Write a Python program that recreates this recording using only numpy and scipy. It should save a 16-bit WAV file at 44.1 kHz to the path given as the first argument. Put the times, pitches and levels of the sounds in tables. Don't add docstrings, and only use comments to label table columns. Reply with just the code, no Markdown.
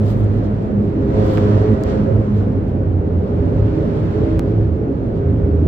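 import sys
import numpy as np
from scipy import signal
from scipy.fft import rfft, irfft, next_fast_len
from scipy.io import wavfile
from scipy.ndimage import uniform_filter1d, minimum_filter1d, map_coordinates

SR = 44100
rng = np.random.default_rng(int(sys.argv[2]) if len(sys.argv) > 2 else 0)


def natural_amplitude(level_db):
    exponent = np.asarray(level_db, float) / 20
    return 10 ** exponent


def transcribe(u):
    v = np.clip(np.atleast_2d(u).T, -1, 1)
    q = np.round(v * 32767).astype(np.int16)
    wavfile.write(sys.argv[1], SR, q)


N = 250047
T = np.arange(N) / SR


def unit(x):
    return x / np.sqrt(np.mean(x ** 2) + 1e-20)


def along(points, hz):
    f, v = np.transpose(points)
    return np.interp(np.log(hz + 1), np.log(f + 1), v)


def curves(rows):
    s, *columns = np.transpose(rows)
    return [np.interp(T, s, column) for column in columns]


def bells(rows):
    return sum(height * np.exp(-((T - s) / half) ** 2) for s, height, half in rows)


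def swells(rows, floor_db):
    return 20 * np.log10(natural_amplitude(floor_db) + bells([(s, natural_amplitude(db), half) for s, db, half in rows]))


def wobble(rate):
    return map_coordinates(rng.standard_normal(int(N * rate / SR) + 4), [T * rate], order=2)


def filtered(x, response):
    m = next_fast_len(N + 8192)
    return irfft(rfft(x, m) * response(np.fft.rfftfreq(m, 1 / SR)), m)[..., :N]


def rush(spectrum, patchy_db):
    z = signal.stft(rng.standard_normal((2, N)), nperseg=512)[2]
    patches = rng.standard_normal(z.shape[1:])
    patches = uniform_filter1d(patches, size=6, axis=0)
    patches = uniform_filter1d(patches, size=14, axis=1)
    pair = signal.istft(z * natural_amplitude(patchy_db * unit(patches)), nperseg=512)[1][:, :N]
    return unit(filtered(pair, lambda hz: natural_amplitude(along(spectrum, hz))))


def hum(firing_hz, order, db, fade_db, blur):
    turn = 2 * np.pi * np.cumsum(firing_hz) * order / SR
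    paths = []
    for path_blur in (blur, 4 * blur):
        drift = path_blur * (wobble(7) + wobble(22) / 2)
        fade = natural_amplitude(fade_db * wobble(11))
        paths.append(fade * np.sin(turn + drift + rng.uniform(0, 2 * np.pi)))
    return np.sqrt(2) * natural_amplitude(db) * np.array(paths)


# (frequency [Hz], left-right correlation [-1 to 1])
PORT_LIKENESS = [(30, 0.995), (60, 1), (180, 0.94), (300, 0.82), (430, 0.85), (600, 0.2), (750, -0.016),
                 (930, -0.61), (1300, -0.21), (2200, 0.052), (9000, -0.67)]
# (frequency [Hz], left minus right [dB])
PORT_BALANCE = [(30, 0), (60, -2.5), (300, -2), (400, -1), (520, -4), (650, 1), (1000, -2.5), (2000, -2.5),
                (3400, -1), (4200, 1), (5800, 8), (7500, 7.5), (9000, 2), (12000, 5), (15000, 0.5)]


def ports(pair):
    def turn(hz):
        return np.arccos(np.clip(along(PORT_LIKENESS, hz), -1, 1)) / 2

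    def balance(hz):
        return natural_amplitude(along(PORT_BALANCE, hz) * [[.5], [-.5]])

    mid, side = filtered(pair, lambda hz: [np.cos(turn(hz)), np.sin(turn(hz))])
    return natural_amplitude(-0.92) * filtered(np.array([mid + side, mid - side]), balance)


# (time [s], peak [dB], half length [s])
OWN_SWELLS = [(.2, -40, 0.13), (1.02, -25, 0.13), (1.66, -32.5, 0.21), (1.9, -29.5, 0.13),
              (2.15, -30.5, 0.079), (2.85, -31.5, 0.074), (2.6, -33, 0.14), (3.05, -32, 0.12),
              (3.5, -27.5, 0.13), (3.8, -27, 0.18), (4.15, -36, 0.089), (4.5, -31.5, 0.25), (4.92, -31, .1),
              (5.22, -26.5, 0.13), (5.5, -30, 0.25)]
# (order [per firing], level [dB over order 6])
OWN_ORDERS = [(1, -0.5), (2, -0.5), (3, -12.5), (4, -3.5), (5, -18), (6, -0.5), (8, -11)]


def own_engine():
    firing_hz = np.full(N, 66.73)
    sixth_db = swells(OWN_SWELLS, -34.5)
    return sum(hum(firing_hz, k, sixth_db + db - 3.0, fade_db=2, blur=.4) for k, db in OWN_ORDERS)


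# (time [s], firing rate [Hz])
AHEAD_FIRING = [
    (0, 104.4),
    (.9, 103.5),
    (1.2, 105.2),
    (2.2, 106.2),
    (2.45, 102.9),
    (3.2, 86.65),
    (4.3, 84.35),
    (5.67, 81.54),
]
# (time [s], opening [dB over cruising])
AHEAD_THROTTLE = [(0, 2.5), (.55, 1.5), (.85, 0), (1.06, 3), (1.2, 8), (1.35, 9), (1.62, 8.5), (1.8, 5),
                  (1.89, 8), (2.07, 3.5), (2.5, 0.5), (3.0, -1.5), (4.7, -2.5), (5.2, -.5), (5.67, .5)]
# (time [s], peak [dB], half length [s])
FIRST_SWELLS = [(.07, -13.5, 0.068), (.23, -14.5, 0.053), (.36, -19, 0.13), (1.22, -17, 0.082),
                (1.55, -15, 0.079), (1.71, -20, 0.031), (2.02, -23, 0.13), (2.16, -16, 0.097),
                (2.38, -13, 0.06), (2.58, -11, 0.032), (2.85, -18.5, 0.11), (2.98, -19.5, 0.061),
                (3.19, -17.5, 0.058), (3.41, -16.5, 0.065), (4.31, -22.5, 0.058), (4.71, -16.5, 0.052),
                (5.32, -18, 0.066), (5.45, -23, 0.041), (5.6, -15, 0.11)]
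SECOND_SWELLS = [(.02, -20.5, 0.024), (.17, -22.5, 0.078), (.33, -27, 0.072), (.55, -20, 0.12),
                 (.76, -22, 0.099), (1.0, -31.5, 0.16), (1.25, -22.5, 0.11), (1.47, -21, 0.12),
                 (1.73, -15, 0.025), (1.97, -22.5, 0.098), (2.18, -22, 0.068), (2.31, -21, 0.039),
                 (2.44, -29, 0.12), (2.7, -32.5, .07), (3.17, -25, 0.089), (3.43, -28.5, 0.061),
                 (3.87, -28.5, 0.14), (4.07, -31.5, 0.054), (4.6, -30, .08), (5.2, -30.5, 0.066),
                 (5.55, -27.5, 0.19)]
# (order [per firing], level [dB])
AHEAD_UPPER = [(5.5, -17.5), (6.5, -11), (7, -12.5), (8, -19.5), (9, -19.5), (9.6, -24), (10, -23.5),
               (12.5, -21), (18, -22.5)]
MIDDLE_DB = (-13.5, -8, -4.5, -4.5, -14, -12)
# (time [s], peak [dB], half length [s])
MIDDLE_SWELLS = [
    [(.35, -37, 0.053), (1.08, -26, 0.07), (1.4, -33.5, 0.07), (2.5, -28.5, 0.093)],
    [(1.1, -21.5, 0.055), (1.3, -22.5, 0.086), (1.5, -27.5, .06), (1.7, -26, 0.052), (1.97, -26.5, 0.087),
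     (.45, -30, .08)],
    [(1.2, -24, 0.069), (1.47, -23, 0.091), (1.68, -20, 0.055), (1.9, -28.5, 0.044), (2.25, -31, 0.071)],
    [(1.17, -25.5, .06), (1.32, -23, 0.084), (1.45, -25.5, 0.024), (1.56, -31, 0.035), (1.75, -33, 0.053),
     (1.97, -30.5, 0.039), (2.1, -26.5, 0.037), (2.22, -37, .05), (.2, -39.5, 0.057), (.75, -42.5, 0.15)],
    [(1.2, -34, 0.06), (1.32, -37.5, 0.043), (1.58, -30, 0.092), (1.81, -28, 0.042), (1.9, -36, 0.025),
     (2.12, -40, 0.057)],
    [(2.92, -26, .06), (3.05, -25.5, 0.047), (4.55, -29, 0.068), (5.4, -30, 0.019), (5.55, -23.5, 0.11)],
]
# (frequency [Hz], density [dB per Hz])
HISS = [(450, -36), (750, -4.5), (926, 4.5), (1120, -0.5), (1440, -3.5), (1900, -10), (2400, -14),
        (3000, -20.5), (3900, -45), (6000, -120)]


def bike_ahead():
    firing_hz = curves(AHEAD_FIRING)[0] * (1 + 0.00906 * wobble(8))
    upper_db = -43.5 + 1.88 * curves(AHEAD_THROTTLE)[0]
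    first_db = swells(FIRST_SWELLS, -34.5) - .1
    second_db = swells(SECOND_SWELLS, -36.5) - .2
    sound = hum(firing_hz, 0.99, first_db, fade_db=1.2, blur=.5)
    sound += hum(firing_hz, 2, second_db, fade_db=2.2, blur=.8)
    for order, db in AHEAD_UPPER:
        sound += hum(firing_hz, order, upper_db + db, fade_db=2.5, blur=.7)
    for order, rows, db in zip((2.5, 3, 4, 5, 6, 3.5), MIDDLE_SWELLS, MIDDLE_DB):
        sound += hum(firing_hz, order, swells(rows, upper_db + db) - 1, fade_db=1.8, blur=.55)
    gate = (1 + np.cos(2 * np.pi * np.cumsum(firing_hz) / SR)) ** 3 / 4
    return sound + natural_amplitude(upper_db - 25) * gate * rush(HISS, patchy_db=.5)


def effort():
    van_db = curves(VAN_PASS)[1] + 3
    return 10 * np.log10(natural_amplitude(curves(AHEAD_THROTTLE)[0]) ** 2 + natural_amplitude(van_db) ** 2)


# (time [s], change [dB], half length [s])
HEADWIND = [
    (0.552, -2.5, 0.082),
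    (0.759, 1.5, 0.045),
    (2.054, -3.5, 0.097),
    (4.59, 1, 0.12),
]


def headwind():
    return bells(HEADWIND)


# (frequency [Hz], density [dB per Hz])
BOOM = [(12, -48.5), (25, -13.5), (40, -10.5), (57, 0), (70, -9.5), (90, 1), (110, 0), (135, -6),
        (150, -6.5), (175, -7.5), (220, -14), (290, -39.5), (480, -120)]
ROAR = [(94, -34.5), (160, -7.5), (211, -2), (323, -3), (365, -7.5), (409, -4), (466, -9), (527, -9.5),
        (640, -15), (730, -19.5), (900, -24), (1170, -68.5), (1980, -120)]
FIZZ = [(1800, -60), (2600, -3), (3300, -0.5), (4400, -3.5), (5000, -8), (6000, -11.5), (6900, -16.5),
        (7500, -12), (8100, -18), (8600, -28), (9500, -31), (15500, -32), (17000, -120)]


def road():
    push = effort()
    gust = wobble(5.0)
    boom_db = -19.5 + 0.38 * push - 1.0
    roar_db = -22 + 0.29 * push - 0.5
    hiss_db = -46.5 + 1.066 * push + 4.5 + .2 * gust
    dull_rubs = [(s, dull_db, half) for s, _, half, dull_db in CLOTH_RUBS]
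    fizz_db = swells(dull_rubs, -63.5 + 1.48 * push + 0.35 * headwind())
    fizz_db = fizz_db + 3.5 + 0.65 * gust + 0.27 * wobble(33)
    sound = natural_amplitude(boom_db) * rush(BOOM, patchy_db=-0.5)
    sound += natural_amplitude(roar_db) * rush(ROAR, patchy_db=1.0)
    sound += natural_amplitude(hiss_db) * rush(HISS, patchy_db=.5)
    return sound + natural_amplitude(fizz_db) * rush(FIZZ, patchy_db=0.5)


# (time [s], peak [dB], half length [s], dull part [dB])
CLOTH_RUBS = [(0.039, -73, .04, -65.5), (0.099, -57, .035, -55), (0.191, -68, .035, -75),
              (0.357, -75, 0.041, -70), (.45, -84.5, 0.025, -63.5), (0.63, -87, .04, -78),
              (0.851, -78, 0.044, -70.5), (1.32, -65, 0.077, -59), (1.902, -81.5, 0.033, -63.5),
              (2.385, -76.5, 0.032, -66.5), (2.689, -76.5, .02, -68.5), (3.587, -81, 0.026, -71.5),
              (4.15, -84, 0.038, -82), (4.487, -85, 0.016, -72), (4.764, -88.5, 0.035, -80),
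              (5.171, -90.5, 0.022, -68)]
# (frequency [Hz], density [dB per Hz])
WEAVE = [(3000, -60), (6000, -9), (7500, 2.5), (8600, -2.5), (11000, -4), (12000, 0), (13500, -2.5),
         (15500, 1), (17000, -120)]
# (time [s], peak [dB], pitch [Hz], left minus right [dB], length [cycles])
TICKS = [(0.068, -39, 3980, 5, 0.7), (0.244, -46.5, 7330, -12, 1.6), (0.2441, -52, 12500, -8, .6),
         (0.335, -56, 6500, 0, .8), (0.371, -57, 7500, 0, 1.2), (0.443, -56, 6500, 2, .8),
         (1.2714, -46, 12100, 1.5, .8), (1.2969, -47.5, 12440, -.7, .8), (1.3374, -40, 11720, -7.5, 3.2),
         (1.3739, -23.5, 2400, -16, 0.48), (1.3735, -35, 4816, -9, .9), (1.3738, -43, 7460, -8, 1.3),
         (1.3808, -17, 1300, -12.5, 0.34), (1.3810, -38, 5500, -10.5, 0.64),
         (1.3799, -45.5, 12000, -9.5, 3.3), (1.3855, -38, 2801, 2.5, 1.5), (1.6204, -52.5, 10800, -1.5, .8),
         (1.816, -57, 11700, 5.5, 4), (1.8367, -30.5, 7020, 9, 0.92), (1.8369, -35, 12500, 14, .8),
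         (1.8364, -36.5, 4600, 15, 1.1), (1.8708, -58, 11800, 5, 2.4), (2.1385, -49, 11000, 1.5, .8),
         (2.6900, -63, 12300, 8, 9)]
# (time [s], peak [dB], left minus right [dB])
FAINT_TICKS = [(0.3331, -62, -2), (0.442, -64, 3.0), (0.7807, -65, -2), (0.85, -65.5, 5),
               (0.9378, -59, 1.5), (1.1598, -60, 4), (1.7046, -54, 10), (1.7434, -55, 17.5),
               (2.1861, -69.5, 5), (2.2508, -72, -4.5), (3.119, -77.5, -5), (3.574, -60.5, -1.5),
               (4.435, -68, 1.0), (4.9551, -70.5, 2)]


def cloth():
    grain = natural_amplitude(2.2 * wobble(150) + 1.2 * wobble(35))
    flutter_db = -90.5 + 1.5 * effort() + headwind()
    rustle_db = swells([rub[:3] for rub in CLOTH_RUBS], flutter_db) + 4.5
    out = natural_amplitude(rustle_db) * unit(grain * rush(WEAVE, patchy_db=1.5))
    t = np.arange(400) / SR
    faint = [(s, db + 0.5, 10500, pan_db, .7) for s, db, pan_db in FAINT_TICKS]
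    for s, db, hz, pan_db, cycles in TICKS + faint:
        life = t * hz / cycles
        ring = np.e * life * np.exp(-life) * np.sin(2 * np.pi * hz * t)
        gains = natural_amplitude(db + np.array([[.5], [-.5]]) * pan_db)
        out[:, round(s * SR):][:, :len(t)] += gains * ring
    return out


# (time [s], firing rate [Hz], nearness [dB])
VAN_PASS = [
    (3.0, 101.2, -11.5),
    (3.35, 103, -4),
    (3.67, 105.3, -0.5),
    (4.0, 107, 0.5),
    (4.31, 108.5, 1),
    (4.47, 109.3, -3.5),
    (4.7, 110, -8.5),
    (5.25, 108, -18),
]
VAN_ORDERS_DB = (-30.5, -37, -35, -42.5, -33.5, -42.5)
# (time [s], peak [dB], half length [s])
VAN_SWELLS = [
    [(3.02, -26.5, 0.14), (3.6, -11.5, 0.1), (4.03, -19, 0.043), (4.36, -17, 0.053), (4.6, -17.5, 0.09),
     (5.08, -19.5, 0.069)],
    [(3.47, -26, 0.08), (3.8, -21.5, 0.11), (4.3, -19, 0.12), (4.58, -25.5, 0.14), (4.87, -28, 0.12),
     (5.1, -32.5, .05)],
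    [(3.35, -29, 0.068), (3.55, -36, 0.082), (3.82, -26.5, 0.13), (3.98, -25.5, .06), (4.2, -23.5, 0.11),
     (4.35, -28.5, 0.042), (4.8, -33, 0.081)],
    [(3.5, -34, 0.1), (3.75, -33.5, 0.14), (4.0, -31.5, .08), (4.3, -35.5, .1)],
    [(3.5, -28, 0.11), (3.75, -29, 0.042), (4.02, -27.5, 0.057), (4.5, -42, 0.11), (4.9, -27.5, 0.088),
     (5.4, -31, 0.12)],
    [(3.2, -29.5, 0.065), (3.55, -33.5, .08), (3.9, -36, .1), (4.3, -37, 0.12), (4.9, -38, 0.072)],
]


def van():
    firing_hz, near_db = curves(VAN_PASS)
    arrival = np.clip((T - VAN_PASS[0][0]) / 0.13 + .5, 0, 1)
    sound = 0
    for order, rows, db in zip((1, 3, 4, 5.6, 2.5, 5.1), VAN_SWELLS, VAN_ORDERS_DB):
        sound = sound + hum(firing_hz, order, swells(rows, db + near_db / 2) - 3.5, fade_db=3, blur=.9)
    return arrival * sound


# (frequency [Hz], density [dB per Hz])
TREAD = [(900, -39), (1500, -5.5), (2300, 0.5), (3500, -6.5), (5500, -17), (8000, -45), (12000, -120)]


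def van_tyres():
    return ports(natural_amplitude(-57 + 1.25 * curves(VAN_PASS)[1]) * rush(TREAD, patchy_db=2.5))


# (time [s], left [full scale], right [full scale], half length [s])
LAST_DIP = (5.67, -.32, -.32, .002)


def last_dip(pair):
    s, *size, half = LAST_DIP
    push = bells([(s, 1, half)])
    return pair * (1 - push) + np.outer(size, push)


def scene():
    tunnel = ports(own_engine() + bike_ahead() + road() + van())
    return last_dip(tunnel + cloth() + van_tyres())


def limited(x, top):
    need = np.minimum(1, top / (np.abs(x).max(axis=0) + 1e-9)) ** .4
    return x * uniform_filter1d(minimum_filter1d(need, size=2600), size=2600)


SKIP = (193788, -.17, -.28)


def skip():
    at, *jump = SKIP
    since = (np.arange(N) - at - .5) / SR
    return np.outer(jump, np.sign(since) * np.exp(-np.abs(since) / 0.0035) / 2)


def low_pass(x):
    return signal.sosfilt(signal.butter(12, 15830, fs=SR, output="sos"), x)


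def record(dry):
    mix = limited(dry, top=.92) + skip()
    return low_pass(mix)


dry = scene()
out = record(dry)
transcribe(out)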